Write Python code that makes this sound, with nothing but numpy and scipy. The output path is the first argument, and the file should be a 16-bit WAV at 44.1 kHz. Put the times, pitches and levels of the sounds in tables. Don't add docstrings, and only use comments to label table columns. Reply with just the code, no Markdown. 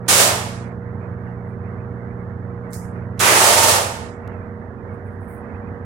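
import sys
import numpy as np
from scipy import signal
from scipy.fft import rfft, irfft
from scipy.io import wavfile
from scipy.ndimage import uniform_filter1d

SR = 44100
rng = np.random.default_rng(int(sys.argv[2]) if len(sys.argv) > 2 else 0)


def write(x):
    x = np.atleast_2d(x).T
    wavfile.write(sys.argv[1], SR, np.round(np.clip(x, -1, 1) * 32767).astype(np.int16))


N = 257984
TIME = np.arange(N) / SR
BINS_HZ = np.fft.rfftfreq(N, 1 / SR)

# multiple of the shaft rate, level/dB, share of the dip
MOTOR_HARMONICS = [(1, -52, .1), (2, -34, 1), (3, -38, 1), (4, -45.5, 0.032), (5, -57, .14), (6, -52.5, .3),
                   (7, -56, .03), (8, -42.5, .01)]
# start/s, fall/s, hold/s, recovery/s, depth/dB
HUM_DIP = (3, 1.3, 1.5, 1, -10)
# f/Hz, level/dB, second fan re first/dB, beat rate/Hz, in step at t/s
FAN_PAIRS = [(80.2, -50, -2, 1.25, 2.15), (88.6, -51, -8, 1.5, .8), (94.7, -39.5, -2.5, 1.47, 1.0),
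             (102.3, -50, -5, 1.5, .5), (213.6, -44.5, -14, .8, .7), (261.8, -54, -12, .9, .3),
             (392, -49.5, -12, .4, 4.4)]
# f/Hz, left level/dB, right level/dB
RUSH_SPECTRUM = [(20, -22.5, -13), (45.04, -14.5, -9), (75, -1, 5.5), (101.24, 0, 5), (139, -4.5, -1.5),
                 (204, -5.5, 3.5), (302.4, -14, -3.5), (610, -10, -5), (840, -14, -7.5),
                 (1340, -16.5, -9.5), (1720, -18, -11.5), (1874, -28, -12.5), (2755, -33.5, -24),
                 (3970, -38.5, -34), (16060, -49, -46)]
# f/Hz, coherence
RUSH_COHERENCE = [(60, 0.7), (130, 0.8), (290, 0.95), (640, .72), (1000, 0.42), (1400, 0), (16000, 0)]
# t/s, leak/s, held open/s, closing/s, jet/dB, splash/dB, ring/dB, whistle/dB
AIR_BLASTS = [(.079, .002, 0.13, .12, -12.5, -18, -17, -26),
              (3.192, 0.0077, 0.51, 0.12, -14.5, -10.5, -17.5, -21.5)]
# f/Hz, level/dB
JET_SPECTRUM = [(100, -21.5), (300, -6), (1000, -5), (2500, -0.5), (4500, 0), (8000, 1.5), (10000, 0),
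                (12000, -6.5), (16000, -10)]
# f/Hz, level/dB
SPLASH_SPECTRUM = [(100, -22.5), (220, -13), (350, 0.5), (700, -2), (1200, 3.5), (2200, -0.5), (3500, -10),
                   (8000, -36.5), (16000, -44.5)]
# f/Hz, width/Hz, level/dB
HOLLOW_HUMPS = [(640.4, 180, -2), (1130, 620, -6.5)]
# f/Hz, relative level/dB
HOLLOW_MODES = [(377, -9), (433, -6), (503, -2), (564, -4), (608, -3), (674, -6), (694, -8), (766, -6),
                (836, -7), (900, 0), (1005, -10), (1221, -9), (1825, -9), (2179, -11)]
# f/Hz, width/Hz, level/dB
EDGE_TONES = [(905, 36, -1), (1170, 45, -10), (1825, 70, -14)]
# t/s, duration/s, level/dB
RUB_STROKES = [(1.467, .05, -57.5), (4.928, .032, -56), (5.04, 0.052, -54), (5.11, .05, -58.5),
               (5.188, .085, -56), (5.276, 0.12, -52)]
# f/Hz, level/dB
RUB_SPECTRUM = [(2000, -31.5), (6500, -16.5), (8200, -1.5), (9800, -0.5), (12000, -4.5), (16000, -4)]
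# t/s, level/dB, left minus right/dB, room gain/dB
HAND_CLICKS = [(2.707, -35.5, -12, 9), (2.7268, -28, -9, 11), (2.733, -19, -11, 8), (2.7371, -19, -3, 7)]
# f/Hz, level/dB
CLICK_SPECTRUM = [(300, -21), (2500, -10), (3900, -11.5), (5000, -2.5), (9500, -0.5), (12000, -4.5),
                  (16000, -10)]
# f/Hz, T60/s
REVERB_TIMES = [(150, .6), (500, 0.77), (1500, 0.84), (3500, 0.71), (7000, 0.62), (10000, 0.56),
                (15000, .47)]
# f/Hz, left minus right/dB
REVERB_BALANCE = [(100, -0.5), (700, -5), (1500, -3), (8000, -5), (14000, 0.5)]
# f/Hz, level per bin/dB
GATE_THRESHOLD = [(500, -68), (2000, -64), (5000, -74), (10000, -82.5), (16000, -83)]


def gain_of(db):
    return 10 ** (np.asarray(db) / 20)


def unit_rms(x):
    return x / np.sqrt(np.mean(x ** 2) + 1e-20)


def curve(points, hz=BINS_HZ, column=1):
    table = np.transpose(points)
    return np.interp(np.log(hz + 1), np.log(table[0] + 1), table[column])


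def panned(x, left_db):
    return x * gain_of([[left_db / 2], [-left_db / 2]])


def noise(spectrum):
    return unit_rms(irfft(rfft(rng.standard_normal(N)) * spectrum, N))


def wander(rate_hz):
    return noise(1 / (1 + (BINS_HZ / rate_hz) ** 4))


def envelope(start, attack, hold, release):
    t = TIME - start
    return np.clip(np.minimum(t / attack, 1 - (t - attack - hold) / release), 0, 1)


def resonances(rows):
    power = 0
    for hz, width, db in rows:
        detuning = (BINS_HZ ** 2 - hz ** 2) / (width * (BINS_HZ + 1))
        power += gain_of(db) ** 2 / (1 + detuning ** 2)
    return np.sqrt(power)


def coherent_pair(coherence):
    common, separate = rfft(rng.standard_normal((2, N)))
    return np.array([common, coherence * common + np.sqrt(1 - coherence ** 2) * separate])


def reverberation(level, spectrum, early_db=3, early_s=.03, delay_s=.003, spacing_m=.14):
    coherence = np.sinc(2 * BINS_HZ * spacing_m / 343)
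    field = unit_rms(irfft(coherent_pair(coherence) * spectrum, N))
    hz, t, bands = signal.stft(field, SR, nperseg=256, noverlap=192)
    source_power = np.interp(t - delay_s, TIME, uniform_filter1d(level ** 2, size=128), 0, 0)
    lag = t[t < 1]
    decay = gain_of(-60 * lag / curve(REVERB_TIMES, hz)[:, None]) ** 2
    decay *= 1 + gain_of(early_db) ** 2 * np.exp(-lag / early_s)
    decay /= decay.sum(1, keepdims=True)
    power = signal.fftconvolve(source_power[None], decay, axes=1)[:, :len(t)]
    balance = gain_of(np.outer([.5, -.5], curve(REVERB_BALANCE, hz)))[..., None]
    return signal.istft(bands * balance * np.sqrt(abs(power)), SR, nperseg=256, noverlap=192)[1][:, :N]


def noise_in_room(level, spectrum, direct_db, room_db, left_db):
    direct = panned(gain_of(direct_db) * level * noise(spectrum), left_db)
    return direct + gain_of(room_db) * reverberation(level, spectrum)


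def tone(cycles, waver=.1, waver_hz=3):
    amplitude = np.sqrt(2) * (1 + waver * wander(waver_hz))
    return amplitude * np.sin(2 * np.pi * cycles + waver * wander(waver_hz))


def motor_hum(shaft_hz=59.42):
    *timing, depth_db = HUM_DIP
    dip_db = depth_db * envelope(*timing)
    hum = sum(gain_of(db + share * dip_db) * tone(harmonic * shaft_hz * TIME + rng.random())
              for harmonic, db, share in MOTOR_HARMONICS)
    return panned(hum, left_db=-5)


def fan_tones():
    tones = np.zeros(N)
    for hz, db, second_db, beat_hz, in_step_s in FAN_PAIRS:
        cycles = hz * TIME + rng.random()
        second_cycles = cycles + beat_hz * (TIME - in_step_s)
        tones += gain_of(db) * (tone(cycles) + gain_of(second_db) * tone(second_cycles))
    return panned(tones, left_db=-4)


def fan_rush(midband_db=-43.5, gust_db=.9, gust_hz=5):
    spectra = coherent_pair(curve(RUSH_COHERENCE))
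    spectra *= gain_of([curve(RUSH_SPECTRUM, column=1), curve(RUSH_SPECTRUM, column=2)])
    midband = irfft(spectra.mean(0) * (BINS_HZ > 550) * (BINS_HZ < 2000), N)
    return gain_of(midband_db + gust_db * wander(gust_hz)) * irfft(spectra, N) / midband.std()


def valve_levels(start, leak_s, held_s, closing_s, jet_db, splash_db, ring_db, whistle_db,
                 opening_s=.002, leak_db=-3, spit_db=4, spit_s=.014, splash_db_per_s=42.5,
                 ring_build_s=.07, whistle_build_s=.18):
    opens = start + leak_s
    age = np.maximum(TIME - opens, 0)
    opening = envelope(opens, opening_s, held_s, closing_s)
    leak = gain_of(leak_db) * envelope(start, opening_s, leak_s - opening_s, opening_s)
    spit = gain_of(spit_db * np.exp(-age / spit_s))
    jet = gain_of(jet_db) * (leak + spit * opening ** 1.6)
    splash = gain_of(splash_db - splash_db_per_s * age) * opening
    ring = gain_of(ring_db) * (1 - np.exp(-age / ring_build_s)) * opening ** .41
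    whistle = gain_of(whistle_db) * (1 - np.exp(-age / whistle_build_s)) * opening
    return np.array([jet, splash, ring, whistle])


def air_blasts(flutter_db=2.5, flutter_hz=70, mode_width_hz=2.3, mode_gain_db=13):
    narrow_modes = [(hz, mode_width_hz, db + mode_gain_db) for hz, db in HOLLOW_MODES]
    spectra = (gain_of(curve(JET_SPECTRUM)), gain_of(curve(SPLASH_SPECTRUM)),
               resonances(list(HOLLOW_HUMPS) + narrow_modes), resonances(EDGE_TONES))
    flutter = gain_of(flutter_db * wander(flutter_hz))
    levels = sum(valve_levels(*blast) for blast in AIR_BLASTS) * flutter
    return sum(noise_in_room(level, spectrum, direct_db=-13, room_db=-1.47, left_db=-10)
               for level, spectrum in zip(levels, spectra))


def finger_rubs(press_s=.008, lift_s=.02, fade_db_per_s=40, slip_db=4, slip_hz=250):
    strokes = np.zeros(N)
    for start, duration, db in RUB_STROKES:
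        slowing = gain_of(db - fade_db_per_s * np.maximum(TIME - start, 0))
        strokes += slowing * envelope(start, press_s, duration - press_s - lift_s, lift_s)
    slips = unit_rms(gain_of(slip_db * wander(slip_hz)))
    spectrum = gain_of(curve(RUB_SPECTRUM))
    return noise_in_room(strokes * slips, spectrum, direct_db=-7, room_db=-2, left_db=-4)


def hand_clicks(decay_s=.0003):
    direct, to_room = np.zeros((2, N)), np.zeros(N)
    spectrum = gain_of(curve(CLICK_SPECTRUM))
    for start, db, left_db, room_db in HAND_CLICKS:
        decay = np.exp(-np.minimum(abs(TIME - start) / decay_s, 20))
        snap = gain_of(db) / 2 * (TIME >= start) * decay
        direct += panned(snap, left_db)
        to_room += gain_of(room_db) * snap
    return direct * noise(spectrum) + reverberation(to_room, spectrum)


def dry_tick(start=4.2772, level_db=-30.5, settle_s=.001):
    decay = np.exp(-np.minimum(abs(TIME - start) / settle_s, 30))
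    return panned(gain_of(level_db) * (TIME >= start) * decay, left_db=-5)


def noise_suppressor(x, depth_db=15, knee_db=2):
    hz, _, bands = signal.stft(x, SR, nperseg=1024, noverlap=768)
    power = uniform_filter1d(abs(bands) ** 2, size=5, axis=1)
    power = uniform_filter1d(power, size=5, axis=2)
    power_db = 10 * np.log10(abs(power) + 1e-16)
    faint = .5 + .5 * np.tanh((curve(GATE_THRESHOLD, hz)[:, None] - power_db) / knee_db)
    return signal.istft(bands * gain_of(-depth_db * faint), SR, nperseg=1024, noverlap=768)[1][:, :N]


def scene():
    return air_blasts() + hand_clicks() + finger_rubs() + motor_hum() + fan_tones() + fan_rush()


def record(dry, cutoff_hz=15950):
    limited = np.clip(noise_suppressor(dry) + dry_tick(), -1, 1)
    low_pass = signal.firwin(511, cutoff_hz, window=("kaiser", 9), fs=SR)
    return signal.oaconvolve(limited, low_pass[None], "same")


dry = scene()
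out = record(dry)
write(out)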